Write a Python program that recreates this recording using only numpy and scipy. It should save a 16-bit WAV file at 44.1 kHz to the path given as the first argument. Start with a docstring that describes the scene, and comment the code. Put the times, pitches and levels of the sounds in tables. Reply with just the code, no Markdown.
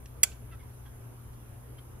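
"""A machine hum over room rumble and thin hiss comes first, then a faint tick of steel close to the microphone.
In a workshop, a steel wrench on a bolt of a car's brake caliper snaps after a weak lead-in and bounces twice.
Light ticks, scrapes and short squeaks surround the snap. Decaying partials and noise make the snap, filtered
noise the touches, uneven stick-slip pulses the squeaks, wavering sines the hum and shaped noise the air.
Arch and workshop echoes follow the wrench; the recorder rounds peaks and limits the band."""
import sys
import numpy as np
from scipy import signal
from scipy.fft import rfft, irfft
from scipy.io import wavfile
from scipy.ndimage import uniform_filter1d

SR = 44100
rng = np.random.default_rng(int(sys.argv[2]) if len(sys.argv) > 2 else 0)


def transcribe(signal):
    """Save signal, clipped to [-1, 1], as a 16-bit WAV file at the path in sys.argv[1]."""
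    frames = np.atleast_2d(signal).T
    limited = np.clip(frames, -1, 1)
    pcm = np.round(limited * 32767).astype(np.int16)
    wavfile.write(sys.argv[1], SR, pcm)


N = 88200  # two seconds
T = np.arange(SR // 3) / SR  # time within one wrench sound, s


def amp(db):
    """Decibels to gain."""
    return 10 ** (np.asarray(db) / 20)


def unit(x):
    """Scales to rms 1."""
    return x / np.sqrt(np.mean(x ** 2) + 1e-20)


def read(points, hz):
    """Reads a table on a log-frequency axis."""
    f, value = np.transpose(points)
    return np.interp(np.log(hz + 1), np.log(f + 1), value)


def pan(db):
    """Left and right gains for a left-minus-right level difference in dB."""
    return amp(np.array([[.5], [-.5]]) * db)


def add(mix, start_s, sound):
    """Mixes a stereo sound in at a time, cut off at the end of the mix."""
    part = mix[:, round(start_s * SR):][:, :sound.shape[1]]
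    part += sound[:, :part.shape[1]]


def fade(t60, t=T):
    """Exponential decay, falling 60 dB in t60 seconds."""
    return np.exp(-np.log(1000) * t / t60)


def mode(hz, db, t60):
    """One dying partial of struck metal."""
    return amp(db) * fade(t60) * np.cos(2 * np.pi * hz * T)


# Stereo place of the wrench close to the microphone. Each row: frequency in Hz, left minus right in dB.
NEAR_PAN = [(200, -3), (700, -5.5), (2400, -6), (4600, -5.5), (8000, 1), (12000, -1)]


def noise(spectrum):
    """Coloured noise of rms 1 from the place of the wrench, shaped by a table of Hz and dB."""
    hz = np.fft.rfftfreq(len(T), 1 / SR)
    gains = amp(read(spectrum, hz)) * pan(read(NEAR_PAN, hz))
    return unit(irfft(rfft(rng.standard_normal(len(T))) * gains, len(T)))


# Sharp strokes close to the microphone: a weak lead-in, the snap and its double bounce.
# Each row: start in seconds, level in dB, favoured frequency in Hz.
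STROKES = [(0.2312, -15, 2200), (0.23285, 0, 2200), (0.23521, -3, 4700), (0.2359, -8, 7500)]
# Ringing of wrench and caliper.
# Each row: frequency in Hz, level in dB before the stroke's own, t60 in seconds, left minus right in dB.
STEEL = [(2060, -22.5, .02, -2), (2310, -29, .016, -2), (2740, -23.5, .02, -2), (3335, -26, .034, -2),
         (4490, -31, .035, -4), (4760, -26, .027, -7), (5220, -28, .026, -6), (5860, -21.5, .02, -7),
         (6250, -24, .022, -3), (6790, -14, .018, -1), (7360, -10, .017, -3), (7700, -12, .019, -5),
         (8055, -13, .022, -1), (10070, -19, .016, 0), (10228, -17.5, .028, 0), (10600, -26, .022, 0),
         (11818, -26, .025, 0), (12700, -29, .018, 0), (13170, -29, .02, 0), (13960, -19.5, .02, 0),
         (14130, -22, .018, 0)]
# Colour of the dry crack of each stroke. Each row: frequency in Hz, relative level in dB.
CRACK = [(1700, -25), (2100, 3), (2500, -6.5), (3300, -8.5), (3900, -21), (4700, -4.5), (6400, 2),
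         (7400, 10), (8200, 1.5), (9000, -7), (10200, 1), (11200, -6), (14000, 1), (15400, -12),
         (16000, -29)]
# Colour of the dull knock of the heavy caliper as the wrench lands.
# Each row: frequency in Hz, relative level in dB.
KNOCK = [(100, -35), (330, 4), (520, -8), (730, 9), (930, -6), (1400, 2), (1800, -1), (3500, -6),
         (6000, -30)]
CRACK_DB, CRACK_T60_S, ONSET_S = -15, .02, .00025
FAVOUR_DB, FAVOUR_Q = -2, 4
THIN_HZ = 1850  # the slim wrench radiates little below this pitch
KNOCK_S, KNOCK_DB, KNOCK_RISE_S, KNOCK_T60_S = .2348, -31, .004, .045
DISC_HZ, DISC_DB, DISC_T60_S = 1545, -53.5, .35


def snap(ring_db=0):
    """Each stroke cracks and rings the steel in its own colour; the caliper knocks and the disc rings on."""
    out = np.zeros((2, N))
    ring = sum(pan(pan_db) * mode(hz, db + ring_db, t60) for hz, db, t60, pan_db in STEEL)
    thin = signal.butter(5, THIN_HZ, "highpass", fs=SR, output="sos")
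    onset = np.minimum(T / ONSET_S, 1)
    for start_s, db, favoured_hz in STROKES:
        crack = amp(CRACK_DB) * noise(CRACK) * fade(CRACK_T60_S)
        stroke = amp(db) * signal.sosfilt(thin, onset * (ring + crack))
        favoured = signal.lfilter(*signal.iirpeak(favoured_hz, FAVOUR_Q, SR), stroke)
        add(out, start_s, stroke + amp(FAVOUR_DB) * favoured)
    knock = noise(KNOCK) * fade(KNOCK_T60_S) * np.minimum(T / KNOCK_RISE_S, 1)
    add(out, KNOCK_S, amp(KNOCK_DB) * knock)
    first_s = STROKES[0][0]
    add(out, first_s, pan(0) * mode(DISC_HZ, DISC_DB, DISC_T60_S))
    return out


# Light touches of the wrench, close by. Each row: start in seconds, level in dB, rise in seconds, t60 in seconds,
# ring frequency in Hz, ring level in dB relative to the touch, brightness in dB per octave.
TOUCHES = [(0.0572, -47.5, .002, .02, 2750, -11, 0), (0.3155, -51, .002, .03, 2750, -6, -2.5),
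           (0.322, -54, .003, .04, 3000, -9, -2.5), (0.846, -64, .012, .12, 1580, 6, -5),
           (0.848, -67, .018, .08, 3270, 5, -3), (1.326, -63.5, .008, .08, 3170, -12, 2),
           (1.782, -60, .005, .06, 2300, -6, -3.5)]
# Colour of a touch before its brightness tilt. Each row: frequency in Hz, relative level in dB.
TOUCH = [(300, -1.5), (1400, -14), (2200, -7), (3200, -7.5), (3900, -7.5), (5500, -5), (7500, -4.5),
         (10000, -13.5), (16000, -16.5)]
RING_WIDTH_HZ = 80


def touches():
    """Light ticks and scrapes, each rubbing one resonance into a short ring."""
    out = np.zeros((2, N))
    for start_s, db, rise_s, t60, hz, ring_db, tilt in TOUCHES:
        shape = np.minimum(T / rise_s, 1) * fade(t60, np.maximum(T - rise_s, 0))
        rub = noise([(f, level + tilt * np.log2(f / hz)) for f, level in TOUCH])
        ring = unit(signal.lfilter(*signal.iirpeak(hz, hz / RING_WIDTH_HZ, SR), rub))
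        add(out, start_s, amp(db) * shape * (rub + amp(ring_db) * ring))
    return out


# Squeaks of the turning wrench. Each row: start in seconds, length in seconds, starting slip rate in Hz,
# its fall as a fraction, level in dB, body resonance in Hz, resonance width in Hz.
SQUEAKS = [(0.506, 0.049, 689, 0.11, -60, 2470, 900), (0.518, 0.045, 675.5, 0.06, -57.5, 1320, 357),
           (0.59, 0.037, 729, 0.065, -62, 2170, 250), (0.625, 0.017, 984, 0.022, -60, 960, 200),
           (1.778, 0.023, 1060, 0.008, -58.5, 3160, 248)]
# Colour of the dry rubbing in a squeak. Each row: frequency in Hz, relative level in dB.
RUB = [(300, -5), (1600, 9), (2500, -11), (3300, 7.5), (4200, -8), (6000, -5), (16000, -40)]
SQUEAK_JITTER, SQUEAK_PAN_DB = .025, -3  # rms fraction of the slip rate; left minus right
SQUEAK_RUB_DB = -5.5  # relative to the tone


def squeaks():
    """Uneven stick-slip pulses slow slightly and sound through one resonance, with some dry rubbing."""
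    out = np.zeros((2, N))
    for start_s, length_s, rate, fall, db, body_hz, width in SQUEAKS:
        progress = np.minimum(T / length_s, 1)
        jitter = unit(uniform_filter1d(rng.standard_normal(len(T)), size=50))
        slip_hz = rate * (1 - fall * progress ** 2) * (1 + SQUEAK_JITTER * jitter)
        turns = np.cumsum(slip_hz) / SR
        tone = 0
        for k in range(1, 5):  # four harmonics
            off_resonance = 2 * (k * rate - body_hz) / width
            tone = tone + np.sin(2 * np.pi * k * turns) / np.hypot(1, off_resonance)
        squeak = pan(SQUEAK_PAN_DB) * unit(tone) + amp(SQUEAK_RUB_DB) * noise(RUB)
        add(out, start_s, amp(db) * np.sin(np.pi * progress) * squeak)
    return out


# How far the direct sound is out of step at the two microphone ports.
# Each row: frequency in Hz, lead of the left in radians.
PORT_PHASE = [(100, 0), (2800, -.4), (3400, -1.2), (4800, -1.4), (5900, -1.6), (6800, -3.0), (7600, -2.6),
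              (9200, -2.3), (10300, -1.1), (12000, 0), (15500, 3)]


def ports(x):
    """Direct sound reaches the two microphone ports with a phase difference that varies with frequency."""
    phase = read(PORT_PHASE, np.fft.rfftfreq(N, 1 / SR))
    return irfft(rfft(x) * np.exp(1j * np.array([[.5], [-.5]]) * phase), N)


# Decay of the workshop tail. Each row: frequency in Hz, t60 in seconds.
ROOM_T60 = [(300, .35), (2000, .33), (5000, .3), (8000, .27), (14000, .23)]
# Strength of the workshop tail. Each row: frequency in Hz, level in dB.
ROOM_DB = [(300, -10), (1500, -7), (2100, -15), (2700, -12.5), (3300, -9), (3900, -6), (4700, -11.5),
           (6000, -16.5), (7500, -18), (9000, -18), (10300, -17.5), (12000, -22.5), (14000, -18.5)]
ARCH_DB, ARCH_S = -12.5, .0115  # early echoes from the wheel arch


def echoes(x, size=256):
    """Quick scatter from the wheel arch, then the tail of the workshop, as decaying noise convolved with x."""
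    t = np.arange(SR // 2) / SR
    arch, room = rng.standard_normal((2, 2, len(t)))
    arch = arch * (t < ARCH_S) * np.sqrt(t / ARCH_S)
    hz, times, z = signal.stft(room, SR, nperseg=size)
    decay = fade(read(ROOM_T60, hz)[:, None], times)
    energy = (decay ** 2).sum(1, keepdims=True) * size / 2  # frames are half a window apart
    decay *= amp(read(ROOM_DB, hz))[:, None] / np.sqrt(energy)
    tail = signal.istft(z * decay, SR, nperseg=size)[1][:, :len(t)]
    response = tail + amp(ARCH_DB) * arch / np.linalg.norm(arch[0])
    return signal.fftconvolve(x, response, axes=1)[:, :N]


# Wavering hum of a machine behind the wrench. Each row: time in seconds, pitch in Hz, level in dB,
# level of the octave below in dB before the trim HUM_LOW_DB.
HUM = [(0.0, 123.1, -52, -40), (0.13, 122.3, -49, -43.5), (0.23, 122.6, -56.5, -42),
       (0.48, 118.8, -48.5, -40), (0.58, 122.1, -55, -46.5), (0.68, 121.3, -49.5, -54),
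       (0.9, 121.9, -51.5, -42.5), (1.02, 116.4, -48.5, -66), (1.08, 118, -46.5, -68),
       (1.11, 117.4, -49.5, -71), (1.32, 120.5, -50, -37.5), (1.36, 119.4, -50, -42.5),
       (1.45, 114.4, -53, -45.5), (1.49, 119.2, -49, -46), (1.79, 123.1, -50.5, -48.5),
       (2.0, 118.5, -54, -53)]
HUM_LOW_DB, HUM_OCTAVE_DB, HUM_PAN_DB = -9, -19, 2.5  # octave above is relative to the main tone


def hum():
    """A low machine tone with the octaves below and above, wavering in pitch and level."""
    s, *columns = np.transpose(HUM)
    hz, db, low_db = (np.interp(np.arange(N) / SR, s, column) for column in columns)
    angle = 2 * np.pi * np.cumsum(hz) / SR
    tone = amp(db) * np.sin(angle)
    tone += amp(low_db + HUM_LOW_DB) * np.sin(angle / 2)
    tone += amp(db + HUM_OCTAVE_DB) * np.sin(2 * angle)
    return pan(HUM_PAN_DB) * np.sqrt(2) * tone  # sine peak from rms level


# Colour of room rumble and hiss. 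Each row: frequency in Hz, relative level in dB per Hz.
AIR = [(20, -14.5), (50, -3), (90, 1.5), (125, -6.5), (165, -13), (250, -13.5), (410, -13.5), (550, -18),
       (1200, -22.5), (2000, -30), (3200, -34.5), (4300, -41.5), (6500, -35.5), (8500, -39), (10300, -24.5),
       (11200, -35.5), (12400, -30.5), (13500, -35.5), (15500, -36.5)]
# How alike the air is at both sides. Each row: frequency in Hz, left-right likeness from -1 to 1.
AIR_SAME = [(60, 0.99), (130, 0.75), (290, 0.34), (640, 0.054), (3100, -0.11), (7200, -0.68), (9500, -0.25),
            (11500, 1), (13000, 0.84), (15000, -0.78)]
# Stereo lean of the air. Each row: frequency in Hz, left minus right in dB.
AIR_PAN = [(60, -1), (150, 3.5), (400, -.5), (1200, -1), (4000, -4.5), (10000, 0)]
AIR_DB, AIR_PATCH_DB = -49.5, 1.54  # overall rms; rms of the level drift


def air(size=2048):
    """Room rumble and thin hiss with slight drifting patches, built as a random spectrogram."""
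    hz = np.fft.rfftfreq(size, 1 / SR)
    a, b, c, d, patches = rng.standard_normal((N // 512 + 5, len(hz), 5)).T
    patches = uniform_filter1d(patches, size=20, axis=0)
    patches = unit(uniform_filter1d(patches, size=6, axis=1))
    same = np.clip(read(AIR_SAME, hz), -1, 1)[:, None]
    left = a + 1j * b
    right = same * left + np.sqrt(1 - same ** 2) * (c + 1j * d)
    level = amp(read(AIR, hz)[:, None] + AIR_PATCH_DB * patches)
    z = np.array([left, right]) * level * pan(read(AIR_PAN, hz))[:, :, None]
    sound = signal.istft(z, nperseg=size, noverlap=size - size // 4)[1][:, :N]
    return amp(AIR_DB) * unit(sound)


SCATTERED_RING_DB = -12  # steel ring in the echoes, relative to the direct ring


def scene():
    """The wrench and its echoes, which carry more crack than ring, over hum and room air."""
    handling = touches() + squeaks()
    direct = ports(snap() + handling)
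    reflected = echoes(snap(ring_db=SCATTERED_RING_DB) + handling)
    return direct + reflected + hum() + air()


CEILING, EDGE_HZ = 1.15, 15750  # level where rounding saturates; upper band edge


def record(dry):
    """The recorder rounds the highest peaks with a tanh curve and limits the band with a lowpass."""
    rounded = CEILING * np.tanh(dry / CEILING)
    lowpass = signal.firwin(511, EDGE_HZ, window=("kaiser", 9), fs=SR)
    return signal.oaconvolve(rounded, lowpass[None], "same")


dry = scene()
out = record(dry)
transcribe(out)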